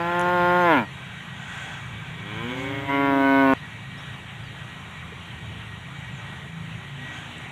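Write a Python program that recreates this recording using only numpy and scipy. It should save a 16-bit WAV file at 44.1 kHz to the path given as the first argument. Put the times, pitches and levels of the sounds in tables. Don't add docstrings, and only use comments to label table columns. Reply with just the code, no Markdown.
import sys
import numpy as np
from scipy import signal
from scipy.fft import rfft, irfft, next_fast_len
from scipy.io import wavfile
from scipy.ndimage import uniform_filter1d, map_coordinates

SR = 44100
rng = np.random.default_rng(int(sys.argv[2]) if len(sys.argv) > 2 else 0)


def to_wav(sig):
    pcm = np.clip(np.atleast_2d(sig), -1, 1) * 32767
    pcm = np.round(pcm).astype(np.int16)
    wavfile.write(sys.argv[1], SR, pcm.T)


def ratio_of_db(decibels):
    return 10 ** (np.asarray(decibels, float) / 20)


N = 331191

# time in seconds, level in dB.
FIRST_EFFORT_DB = [(0, -25.5), (.03, -26.5), (.18, -22.5), (.49, -18.5), (.64, -18), (.72, -15.5),
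                   (.78, -18), (.825, -27.5), (.862, -39)]
SECOND_EFFORT_DB = [(2.17, -40), (2.3, -26.5), (2.45, -22.5), (2.66, -21), (2.89, -22), (3.0, -21),
                    (3.168, -19.5), (3.374, -16.5), (3.537, -16.5)]
# time in seconds, pitch in Hz.
FIRST_PITCH_HZ = [(0, 169.4), (0.152, 175.3), (.335, 178.2), (.41, 175.9), (.6, 178.3), (.674, 171.6),
                  (.72, 158.8), (.806, 112.3), (0.884, 80.1)]
SECOND_PITCH_HZ = [(2.17, 91.3), (2.49, 121.9), (2.64, 131.5), (2.75, 136.5), (2.971, 139.4), (3.08, 139),
                   (3.202, 136.6), (3.401, 136.5), (3.535, 133)]
# frequency in Hz, level in dB.
EARLY = ([(174, -11.4), (348, -8.6), (522, -10.3), (696, -9.9), (870, -5.9), (1044, -8.8), (1218, -18.8),
          (1392, -8.4), (1566, -16.2), (1740, -12.9), (1914, -17.4), (2087, -21.8), (2261, -22.7)],
          [(2435, -24.1), (2783, -29.0), (3131, -26.8), (3305, -39), (3653, -35.8), (3827, -41.1),
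          (4001, -37.6), (4175, -40.7), (4349, -51.5), (4697, -54.6), (5045, -45.5), (5219, -47.7)])
HELD = ([(177, -12.7), (354, -9.1), (531, -7.7), (709, -10.1), (886, -6.2), (1063, -8.3), (1240, -20.0),
         (1417, -8.1), (1594, -17.1), (1771, -17.8), (1948, -19.9), (2126, -24.0), (2303, -28.7)],
         [(2480, -27.8), (3011, -33.7), (3188, -28.9), (3365, -38.3), (3543, -33.1), (3897, -43.8),
         (4074, -36.8), (4428, -51.2), (4605, -55.7), (4782, -47.5), (4960, -43.6), (5314, -55.1)])
TURNING = ([(170, -18), (340, -8), (510, -9), (680, -8), (850, -8), (1020, -5), (1190, -19), (1360, -13),
            (1530, -17), (1700, -9), (1870, -24), (2040, -12), (2210, -19)], [(2380, -26), (2720, -25),
            (2890, -34), (3230, -28), (3570, -33), (3900, -42), (4500, -52), (5100, -50)])
DROPPING = ([(159, -19), (318, -7), (477, -12), (636, -6), (795, -12), (954, -4), (1113, -13), (1272, -19),
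             (1431, -8), (1590, -15), (1749, -12), (1908, -25), (2067, -15)], [(2226, -20), (2385, -24),
             (2700, -24), (2940, -32), (3180, -25), (3500, -32), (3900, -38), (4900, -55)])
CLOSING = ([(138, -24), (277, 0), (415, -19), (554, -9), (692, -17), (830, -10), (969, -3.5), (1107, -16),
            (1246, -27), (1384, -1), (1523, -19), (1661, -9), (1799, -21)], [(1938, -20), (2100, -10),
            (2300, -22), (2630, -22), (2907, -24), (3460, -31.5), (3876, -40), (4291, -46), (4983, -62)])
FADING = ([(113, -21), (226, -3), (340, -12.5), (453, -22), (566, -12), (679, -15), (792, -17), (905, -6),
           (1019, -12), (1132, -23), (1245, -24), (1358, -10), (1471, -18)], [(1700, -15), (2040, -29),
           (2330, -9), (2650, -32), (2900, -24), (3400, -30), (4000, -36), (4600, -48)])
# frequency in Hz, level in dB.
MURMUR = ([(115, -8), (231, -7.5), (346, -5.5), (462, -8), (577, -15), (692, -25), (808, -14), (923, -15),
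           (1039, -5), (1154, -20), (1270, -13), (1385, -15), (1500, -20)], [(1600, -20), (2080, -20),
           (2250, -7), (2420, -13), (2700, -30), (3000, -16), (3400, -17), (4200, -44)])
HUM = ([(134, -6), (269, -10), (403, -2), (537, -7), (672, -21), (806, -9), (941, -11), (1075, -8),
       (1209, -17), (1344, -24), (1478, -24), (1612, -31), (1747, -34)], [(1880, -11), (2040, -10),
       (2190, -5.5), (2270, -2), (2340, -19), (2450, -21), (2600, -33), (2900, -20), (3250, -18),
       (3800, -31), (4400, -53)])
LATE_HUM = ([(137, -7), (274, -8), (411, -4.5), (548, -8), (685, -12), (822, -16), (959, -11), (1096, -15),
             (1233, -13), (1370, -17), (1640, -28)], [(1900, -13), (2055, -10), (2190, -7), (2330, -17),
             (2600, -30), (3150, -21), (3400, -24), (3800, -34), (4400, -52)])
CRACKED = ([(138, -10), (276, -8), (414, -17), (552, -8), (690, -4), (828, -14), (966, -5), (1104, -16),
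            (1242, -24), (1650, -24)], [(1930, -11), (2070, -11), (2210, -11), (2350, -23), (2760, -30),
            (3170, -13), (3400, -27), (4400, -55)])
BURST = ([(138, -12), (277, -2), (415, -9), (554, -10), (692, -8), (830, -19), (969, -1), (1107, -15),
          (1246, -17), (1520, -15), (1660, -24)], [(1800, -21), (1940, -12), (2077, -5), (2215, -19),
          (2560, -30), (2770, -19), (2910, -31), (3185, -22), (3460, -36), (4400, -50), (5200, -52)])
POPPED = ([(139, -16.7), (279, -4.2), (418, -11.3), (557, -12.7), (696, -13.1), (836, -19.5), (975, -8.3),
           (1114, -11.2), (1253, -25), (1393, -14), (1532, -18), (1671, -24), (1810, -21.5)], [(1950, -17),
           (2089, -10.5), (2367, -24), (2500, -33), (2785, -28), (2924, -22), (3481, -39), (3621, -37),
           (3899, -43), (4038, -52), (4595, -55.6), (5152, -52.1), (5292, -57.9)])
PARTED = ([(139, -16.7), (279, -4.2), (418, -11.3), (557, -12.7), (696, -13.1), (836, -16.6), (975, -8.8),
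           (1114, -11.2), (1253, -23), (1393, -13.2), (1532, -16.5), (1671, -19.3), (1810, -17.5)],
           [(1950, -30), (2089, -15), (2228, -21), (2367, -25), (2785, -31), (2924, -40), (3064, -25),
           (3200, -34), (3481, -40.8), (3621, -36.1), (3899, -42.0), (4038, -50.5), (4595, -55.6),
           (5152, -52.1), (5292, -57.9)])
OPENING = ([(137, -19.4), (275, -2.8), (412, -13.0), (550, -11.9), (687, -10.6), (825, -18.0), (962, -9.1),
            (1100, -15.7), (1237, -17.4), (1375, -19.6), (1512, -13.9), (1650, -20.5), (1787, -22.5)],
            [(1925, -25.7), (2062, -20.7), (2475, -37.4), (2612, -27.3), (2750, -40.0), (3025, -33.0),
            (3162, -40.4), (3300, -35.5), (3712, -46.7), (4124, -46.9), (4262, -55.7), (5224, -60.6)])
WIDE = ([(136, -27), (273, -2.9), (409, -14.9), (545, -12.4), (682, -11.2), (818, -20.5), (955, -10.2),
         (1091, -15), (1227, -18.9), (1364, -25.4), (1500, -9.3), (1636, -26.5), (1773, -22.7)],
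         [(1909, -29.3), (2182, -16.9), (2318, -34.2), (2455, -27.2), (2864, -39.4), (3000, -28.0),
         (3137, -43.0), (3955, -42.0), (4364, -47.8), (4773, -63.8), (5046, -51.2), (5182, -64.5)])
LAST = ([(134, -27), (269, -2.8), (403, -13.8), (537, -12.3), (671, -11.3), (806, -19.1), (940, -11.2),
         (1074, -10.3), (1208, -20.0), (1343, -26.1), (1477, -11.2), (1611, -28.4), (1746, -20.0)],
         [(1880, -25.2), (2417, -26.1), (2551, -37.7), (2685, -24.4), (2820, -41.5), (3223, -33.6),
         (3625, -49.6), (3894, -42.8), (4162, -59.5), (4297, -46.1), (4700, -59.5), (5102, -58.1)])
# time in seconds, shape number.
FIRST_MOUTH = [(.12, 0), (.35, 1), (.62, 1), (.68, 2), (.72, 3), (.76, 4), (.8, 5)]
SECOND_MOUTH = [(2.48, 0), (2.58, 1), (2.66, 1), (2.74, 2), (2.84, 2), (2.868, 3), (2.88, 3), (2.898, 4),
                (2.925, 5), (2.97, 5), (3.02, 6), (3.09, 6), (3.15, 7), (3.18, 7), (3.24, 8), (3.42, 8),
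                (3.48, 9)]
# time in seconds, air re tone in dB, loss of upper overtones in dB per kHz.
HOARSE = [
    [(0, -16, .6), (.15, -17, .5), (.27, -14.5, 1.5), (.39, -28, 0), (.47, -22, 0), (.56, -17.5, .8), (.63, -28, 0), (.79, -26, 0), (.825, -27, 8)],
    [(2.17, -16, 0), (2.86, -21, 0), (2.93, -26, 0), (3.0, -31, 0), (3.2, -29, 0), (3.54, -25.5, 0)],
]
# frequency in Hz, level in dB per Hz.
BUZZ = ([
    [(3060, -28), (5200, -3.5), (5860, -2), (7070, -4), (8940, -7), (10300, -10), (11800, -5), (12600, -10), (14500, -2), (15300, -8), (15750, -9)],
    [(3060, -30), (5200, -1), (5520, 6), (7110, -13), (7680, 0), (10200, -6), (11700, -3), (12700, -2), (14400, 1), (15200, 0), (15750, -15)],
])
# buzz at the pivot level in dB, slope in dB per dB.
BUZZ_LAW = [
    (-59, 0.8),
    (-59, 1),
]
# lead in half cycles, lag in half cycles,
# centre in Hz, width in Hz.
CHEST = [
    (.9, .8, 330, 150),
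    (.7, .6, 180, 180),
]
CUT_SHARE = (.17, .21)
PIVOT_DB = -20
LIPS_PART_S, PARTING_S, MUFFLE_DB = 2.872, 0.026, -12
CHEST_LAG_S, CHEST_DIP_NEPER = 0.039, 0.44
RIPPLE_HZ, RIPPLE_DEPTH, SHUT_DEPTH, SHUT_LIFT_DB = 1025, (.1, .2), .7, 6
GRAIN_DB, GRAIN_HZ = 6, 150

# peak in seconds, half length in seconds, level in dB, hiss in dB.
BREATHS = [(.13, 0.18, -39.5, -66), (0.554, 0.068, -43, -70), (1.086, 0.15, -45.5, -68),
           (1.61, 0.23, -37, -54), (2.051, 0.097, -49, -77), (2.592, 0.43, -40, -63),
           (2.607, 0.045, -63, -58.5), (6.172, 0.24, -50.5, -69), (7.165, 0.12, -42.5, -58.5)]
# centre in Hz, width in Hz, gain in dB.
NOSE = [(790, 180, -10.5), (1560, 110, -2), (2270, 420, -12.5), (2600, 266, -9.5), (3335, 162, -9)]
NOSTRIL = [(6430, 1600, 1), (9400, 2800, -6.5)]

FAR_S, FAR_END_S, FAR_ATTACK_S, FAR_RELEASE_S, FAR_DB, FAR_ACCENT_DB = 2.41, 3.33, 0.041, 0.115, -37, 9
FAR_HZ, FAR_CLIMB_HZ, FAR_CLIMB_S, FAR_DROP_HZ = 303, 80, .2, 50

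# time in seconds, peak in dB, centre in Hz.
SNAPS = [(.194, -32, 9700), (.194, -26, 6700), (.204, -34, 10200), (.211, -32, 9900), (.212, -27, 6750),
         (.288, -38, 6500), (7.382, -33, 8000)]
SNAP_WIDTH_SHARE, SNAP_T60_S = 0.18, 0.0091
# time in seconds, peak in dB.
HOOVES = [(.251, -31), (.637, -26), (5.12, -36.5)]
HOOF_HZ, HOOF_WIDTH_HZ, HOOF_T60_S = 445, 140, .07

# time in seconds, length in seconds, start in Hz, end in Hz, level in dB.
CHIRPS = [(0, 0.033, 4700, 4500, -62), (.21, 0.044, 5500, 5900, -63), (.6, 0.049, 6363, 6244, -60),
          (3.54, 0.068, 4350, 5100, -70), (3.972, .014, 4600, 5700, -64), (3.98, 0.032, 5400, 5550, -66),
          (4.0, .02, 6400, 6500, -72), (6.11, .08, 7450, 7050, -68), (6.16, .055, 6700, 6600, -68),
          (6.17, 0.036, 6300, 6050, -69)]
# time in seconds, length in seconds, level in dB.
FALLS = [(.805, .135, -69), (2.57, .08, -68), (4.43, .1, -66)]
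FALL_START_HZ, FALL_END_HZ = 4900, 3950

# time in seconds, length in seconds, frequency in Hz, level in dB.
PASSING_ORDERS = [(2.66, .24, 114, -41), (6.45, 0.37, 165.1, -47), (6.6, 0.52, 141.9, -48),
                  (6.92, 0.32, 248.3, -55.5), (7.02, 0.32, 303, -59), (7.202, 0.35, 238.4, -55.5),
                  (6.15, 0.26, 350, -63), (6.282, 0.35, 439, -67), (6.4, 0.68, 385, -66),
                  (7.301, 0.19, 419, -63.5)]
SAG = 0.99

# frequency in Hz, level in dB per Hz.
TRAFFIC = [(15, -69), (25, -25), (65, -9.5), (129, 3), (217, -10.5), (257, -14.5), (287, -35), (330, -28),
           (430, -46), (730, -120)]
# peak in seconds, half length in seconds, swell in dB.
PASSES = [(.55, 0.26, 2.5), (1.323, 0.07, 2.5), (2.003, 0.18, 2.5), (2.7, 0.47, 3), (5.493, 0.21, 3.5),
          (6.687, 0.1, 1.5), (7.355, 0.17, -4)]
# frequency in Hz, level in dB.
EXHAUST = [(84, -4.5), (112, -0.5), (140, -1.5), (168, 0), (195, -5.5), (223, -15.5), (251, -14),
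           (280, -26), (450, -20.5)]
FIRING_HZ = 27.6
# frequency in Hz, level in dB per Hz.
HAZE = ([(150, -38), (260, -4.5), (500, -9.5), (780, -4.5), (1750, -3.5), (1930, -1.5), (2120, -4),
         (2340, -4), (2600, -4.5), (3150, -5), (3900, -12), (4150, -19.5), (5100, -35)], [(5800, -25),
         (6850, -22.5), (11200, -32), (11700, -36.5), (15400, -40), (15600, -60)])
# peak in seconds, half length in seconds, swell in dB.
GUSTS = [(1.673, 0.13, 0), (4.9, 0.46, 0.5), (7.243, 0.25, 2)]
TRAFFIC_DB, HAZE_DB = -41, -42.5
# frequency in Hz, width in Hz, level in dB.
WHINE = [(1913, 5, -53), (1893, 15, -55), (2290, 49, -55), (2403, 27, -65), (3776, 32, -61.5),
         (5670, 45, -78), (9600, 40, -89)]


def unit(x):
    return x / np.sqrt(np.mean(x ** 2) + 1e-20)


def along(points, hz):
    f, v = np.transpose(points)
    return np.interp(np.log(hz + 1), np.log(f + 1), v)


def curves(rows, t):
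    s, *cols = np.transpose(rows)
    return [np.interp(t, s, c) for c in cols]


def wobble(rate_hz, size=N):
    at = np.arange(0, size + 32, 32)
    knots = rng.standard_normal(int(size * rate_hz / SR) + 4)
    return np.interp(np.arange(size), at, map_coordinates(knots, [at * rate_hz / SR]))


def filtered(x, response):
    m = next_fast_len(len(x) + 8192)
    return irfft(rfft(x, m) * response(np.fft.rfftfreq(m, 1 / SR)), m)[:len(x)]


def modes(table):
    def response(f):
        return sum((-1) ** k * ratio_of_db(db) * 1j * f * w / (c * c - f * f + 1j * f * w)
                   for k, (c, w, db) in enumerate(table))
    return response


def rush(response, patchy_db):
    z = signal.stft(rng.standard_normal(N), nperseg=512)[2]
    field = uniform_filter1d(rng.standard_normal(z.shape), size=5, axis=0)
    field = uniform_filter1d(field, size=10, axis=1)
    patchy = signal.istft(z * ratio_of_db(patchy_db * unit(field)), nperseg=512)[1][:N]
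    return unit(filtered(patchy, response))


def summed(rows, sizes):
    s, half = np.transpose(rows)[:2, :, None]
    at = np.arange(0, N, 64)
    return np.interp(np.arange(N), at, sizes @ np.exp(-((at / SR - s) / half) ** 2))


def glides(notes, flutter_hz, depth_db):
    out = np.zeros(N + SR)
    for s, length, start_hz, end_hz, db in notes:
        size = round(length * SR)
        u = np.arange(size) / size
        turn = 2 * np.pi * np.cumsum(start_hz + (end_hz - start_hz) * u) / SR
        gain = ratio_of_db(db + 7.0 + depth_db * wobble(flutter_hz, size=size))
        out[round(s * SR):][:size] += gain * np.sqrt(np.sin(np.pi * u)) * np.sin(turn)
    return out[:N]


def cows():
    first_shapes = [EARLY, HELD, TURNING, DROPPING, CLOSING, FADING]
    second_shapes = [MURMUR, HUM, LATE_HUM, CRACKED, BURST, POPPED, PARTED, OPENING, WIDE, LAST]
    first = moo(FIRST_EFFORT_DB, FIRST_PITCH_HZ, first_shapes, FIRST_MOUTH, BUZZ[0], BUZZ_LAW[0],
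                muffle_db=0, fade_s=.02, cut=0, count=38)
    second = moo(SECOND_EFFORT_DB, SECOND_PITCH_HZ, second_shapes, SECOND_MOUTH, BUZZ[1], BUZZ_LAW[1],
                 muffle_db=MUFFLE_DB, fade_s=3 / SR, cut=-1, count=37)
    return first + second


def moo(effort, note, shapes, mouth, buzz, law, muffle_db, fade_s, cut, count):
    t = np.arange(round(effort[0][0] * SR), round(effort[-1][0] * SR)) / SR
    shut = np.clip(1 - (t - LIPS_PART_S) / PARTING_S, 0, 1) * (muffle_db < 0)
    level_db = curves(effort, t)[0] + muffle_db * shut
    air_db, dull_db = curves(HOARSE[cut], t)
    buzz_db = law[0] + law[1] * (level_db - PIVOT_DB)
    pitch_hz = uniform_filter1d(curves(note, t)[0], size=900) * (1 + .001 * wobble(70, size=len(t)))
    turn = 2 * np.pi * np.cumsum(pitch_hz) / SR
    turn = turn - turn[cut] + 2 * np.pi * CUT_SHARE[cut]
    tone = overtones(t, pitch_hz, turn, level_db, air_db, dull_db, shapes, mouth, cut, count)
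    puffs = rng.standard_normal(len(t)) * (1.0 + np.exp(-4 * np.mod(turn / (2 * np.pi), 1)))
    edge = sharp_edge(turn, puffs, shut, buzz, cut)
    air_shape = np.vstack(shapes[2 * cut])

    def air_response(hz):
        return ratio_of_db(along(air_shape, hz) + 7.6 * np.log2(hz / 1000 + 1)) * (hz > 250) * (hz < 5000)
    air = unit(filtered(puffs, air_response))
    call = ratio_of_db(level_db) * (tone + ratio_of_db(air_db) * air) + ratio_of_db(buzz_db + 2.0) * edge
    ends = np.clip(np.minimum((t[-1] - t) / fade_s, (t - t[0]) / .002), 0, 1)
    out = np.zeros(N)
    out[round(t[0] * SR):][:len(t)] = call * ends
    return out


def tract(shape):
    hz = np.fft.rfftfreq(8192, 1 / SR)
    cepstrum = irfft(np.log(ratio_of_db(along(np.vstack(shape), hz))))
    cepstrum[1:len(hz) - 1] *= 2
    cepstrum[len(hz):] = 0
    return hz, rfft(cepstrum)


def overtones(t, pitch_hz, turn, level_db, air_db, dull_db, shapes, mouth, cut, count):
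    k = np.arange(1, count + 1)[:, None]
    step = slice(None, None, 64)
    ts, level_db, air_db, dull_db = t[step], level_db[step], air_db[step], dull_db[step]
    hz = k * pitch_hz[step]
    place = curves(mouth, ts)[0]
    log_gain = sum(np.clip(1 - abs(place - i), 0, 1) * np.interp(hz, *tract(s)) for i, s in enumerate(shapes))
    log_gain += 1j * np.angle(1 + .55 * np.exp(-2j * np.pi * hz * .00305))
    lead, held, chest_hz, width_hz = CHEST[cut]
    log_gain += 1j * np.pi * (lead - held * np.exp(-((hz - chest_hz) / width_hz) ** 2))
    log_gain += np.log(ratio_of_db(-dull_db * np.clip(hz / 1000 - 1.4, 0, None)))
    lag = np.exp(-((ts - LIPS_PART_S - PARTING_S) / CHEST_LAG_S) ** 2)
    loose = 1 + np.clip((-27 - level_db) / 4, 0, .3) + np.clip((air_db + 24) / 7, 0, 1.2)
    drift = np.tanh([wobble(38, size=len(t))[step] for _ in k])
    shimmer_db = loose * np.minimum(.3 + .004 * k ** 2, 3) * 1.3 * drift
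    rms = np.sqrt(np.sum(np.exp(2 * log_gain.real), axis=0) / 2)
    gain = ratio_of_db(shimmer_db) * np.exp(-CHEST_DIP_NEPER * lag * (k < 6)) * (hz < 5400) * np.exp(log_gain) / rms
    return sum(np.real(np.interp(t, ts, g) * np.exp(1j * n * turn)) for n, g in zip(k[:, 0], gain))


def sharp_edge(turn, puffs, shut, buzz, cut):
    clicks = np.sin(115.5 * turn) / (np.sin(turn / 2) + 1e-9)
    grain_db = GRAIN_DB * rng.standard_normal(SR // GRAIN_HZ)

    def grain(hz):
        gain = ratio_of_db(np.interp(hz / GRAIN_HZ, np.arange(len(grain_db)), grain_db))
        return gain * np.clip(hz / 3000 - 3, .3, 1) * (hz > 4300)
    source = .52 * unit(filtered(clicks, grain)) + .75 * unit(puffs)

    def rasp(depth, lift_db):
        def response(hz):
            ripple = 1 + depth * np.cos(2 * np.pi * hz / RIPPLE_HZ)
            return ratio_of_db(along(buzz, hz) + lift_db * (hz > 11000)) * (hz > 4300) * ripple
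        return filtered(source, response)
    return unit((1 - shut) * rasp(RIPPLE_DEPTH[cut], 0) + shut * rasp(SHUT_DEPTH, SHUT_LIFT_DB))


def breath():
    level_db, hiss_db = np.transpose(BREATHS)[2:]
    air = summed(BREATHS, ratio_of_db(level_db)) * rush(modes(NOSE), patchy_db=1)
    hiss = rush(lambda hz: modes(NOSTRIL)(hz) ** 2, patchy_db=2.5)
    return air + summed(BREATHS, ratio_of_db(hiss_db)) * hiss


def far_cow():
    t = np.clip(np.arange(N) / SR - FAR_S, 0, None)
    ending = np.clip(1 - (FAR_END_S - FAR_S - t) / FAR_RELEASE_S, 0, 1)
    pitch_hz = FAR_HZ - FAR_CLIMB_HZ * np.exp(-t / FAR_CLIMB_S) - FAR_DROP_HZ * ending
    turn = 2 * np.pi * np.cumsum(pitch_hz) / SR
    level = ratio_of_db(FAR_DB + FAR_ACCENT_DB * np.exp(-t / FAR_CLIMB_S * 2))
    size = np.clip(t / FAR_ATTACK_S, 0, 1) ** 2 * (1 - ending) * level
    return size * ratio_of_db(1.8 * wobble(9.1)) * (np.sin(turn) + ratio_of_db(-10.5) * np.sin(2 * turn))


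def snaps_and_hooves():
    out, t = np.zeros(N + SR), np.arange(SR // 8) / SR
    rows = [(s, db, hz, SNAP_WIDTH_SHARE * hz, SNAP_T60_S) for s, db, hz in SNAPS]
    rows += [(s, db, HOOF_HZ, HOOF_WIDTH_HZ, HOOF_T60_S) for s, db in HOOVES]
    for s, db, hz, width_hz, t60_s in rows:
        resonance = modes([(hz, width_hz, 0)])
        burst = unit(filtered(rng.standard_normal(len(t)), lambda f: resonance(f) ** 2))
        out[round(s * SR):][:len(t)] += ratio_of_db(db - 60 * t / t60_s) * (1 - np.exp(-t / 0.0011)) * burst
    return out[:N]


def birds():
    falls = [(s, length, FALL_START_HZ, FALL_END_HZ, db) for s, length, db in FALLS]
    return glides(CHIRPS + falls, flutter_hz=176, depth_db=3.3)


def passing_engine():
    notes = [(s, length, hz, SAG * hz, db) for s, length, hz, db in PASSING_ORDERS]
    return glides(notes, flutter_hz=10.7, depth_db=3)


def idling_engine(count):
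    turn = 2 * np.pi * np.cumsum(FIRING_HZ * (1 + 0.00445 * wobble(3))) / SR
    out = np.zeros(N)
    for k in range(3, count):
        gain = ratio_of_db(along(EXHAUST, k * 28) + 3.6 * np.tanh(wobble(4)))
        out += gain * np.sin(k * turn + rng.uniform(0, 2 * np.pi))
    return unit(out)


def traffic():
    level_db = TRAFFIC_DB + summed(PASSES, np.transpose(PASSES)[2])
    rumble = ratio_of_db(1.9 * np.tanh(wobble(4.8))) * rush(lambda hz: ratio_of_db(along(TRAFFIC, hz)), patchy_db=1.5)
    return ratio_of_db(level_db - 1) * (0.87 * rumble + 0.82 * idling_engine(count=17))


def haze():
    level_db = HAZE_DB + summed(GUSTS, np.transpose(GUSTS)[2])
    return ratio_of_db(level_db + 0.6 * wobble(8)) * rush(lambda hz: ratio_of_db(along(np.vstack(HAZE), hz)), patchy_db=1.5)


def whine():
    out = np.zeros(N)
    for hz, width_hz, db in WHINE:
        line = filtered(rng.standard_normal(N), lambda f: np.exp(-((f - hz) / width_hz) ** 2))
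        out += ratio_of_db(db + 4.0 * np.tanh(wobble(5))) * unit(line)
    return out


def scene():
    near = cows() + breath() + snaps_and_hooves()
    far = far_cow() + birds() + passing_engine() + traffic() + haze() + whine()
    return (near + far)[None]


def roll_off(x):
    return signal.sosfilt(signal.butter(12, 15740, fs=SR, output="sos"), x)


def record(dry):
    return roll_off(dry)


dry = scene()
out = record(dry)
to_wav(out)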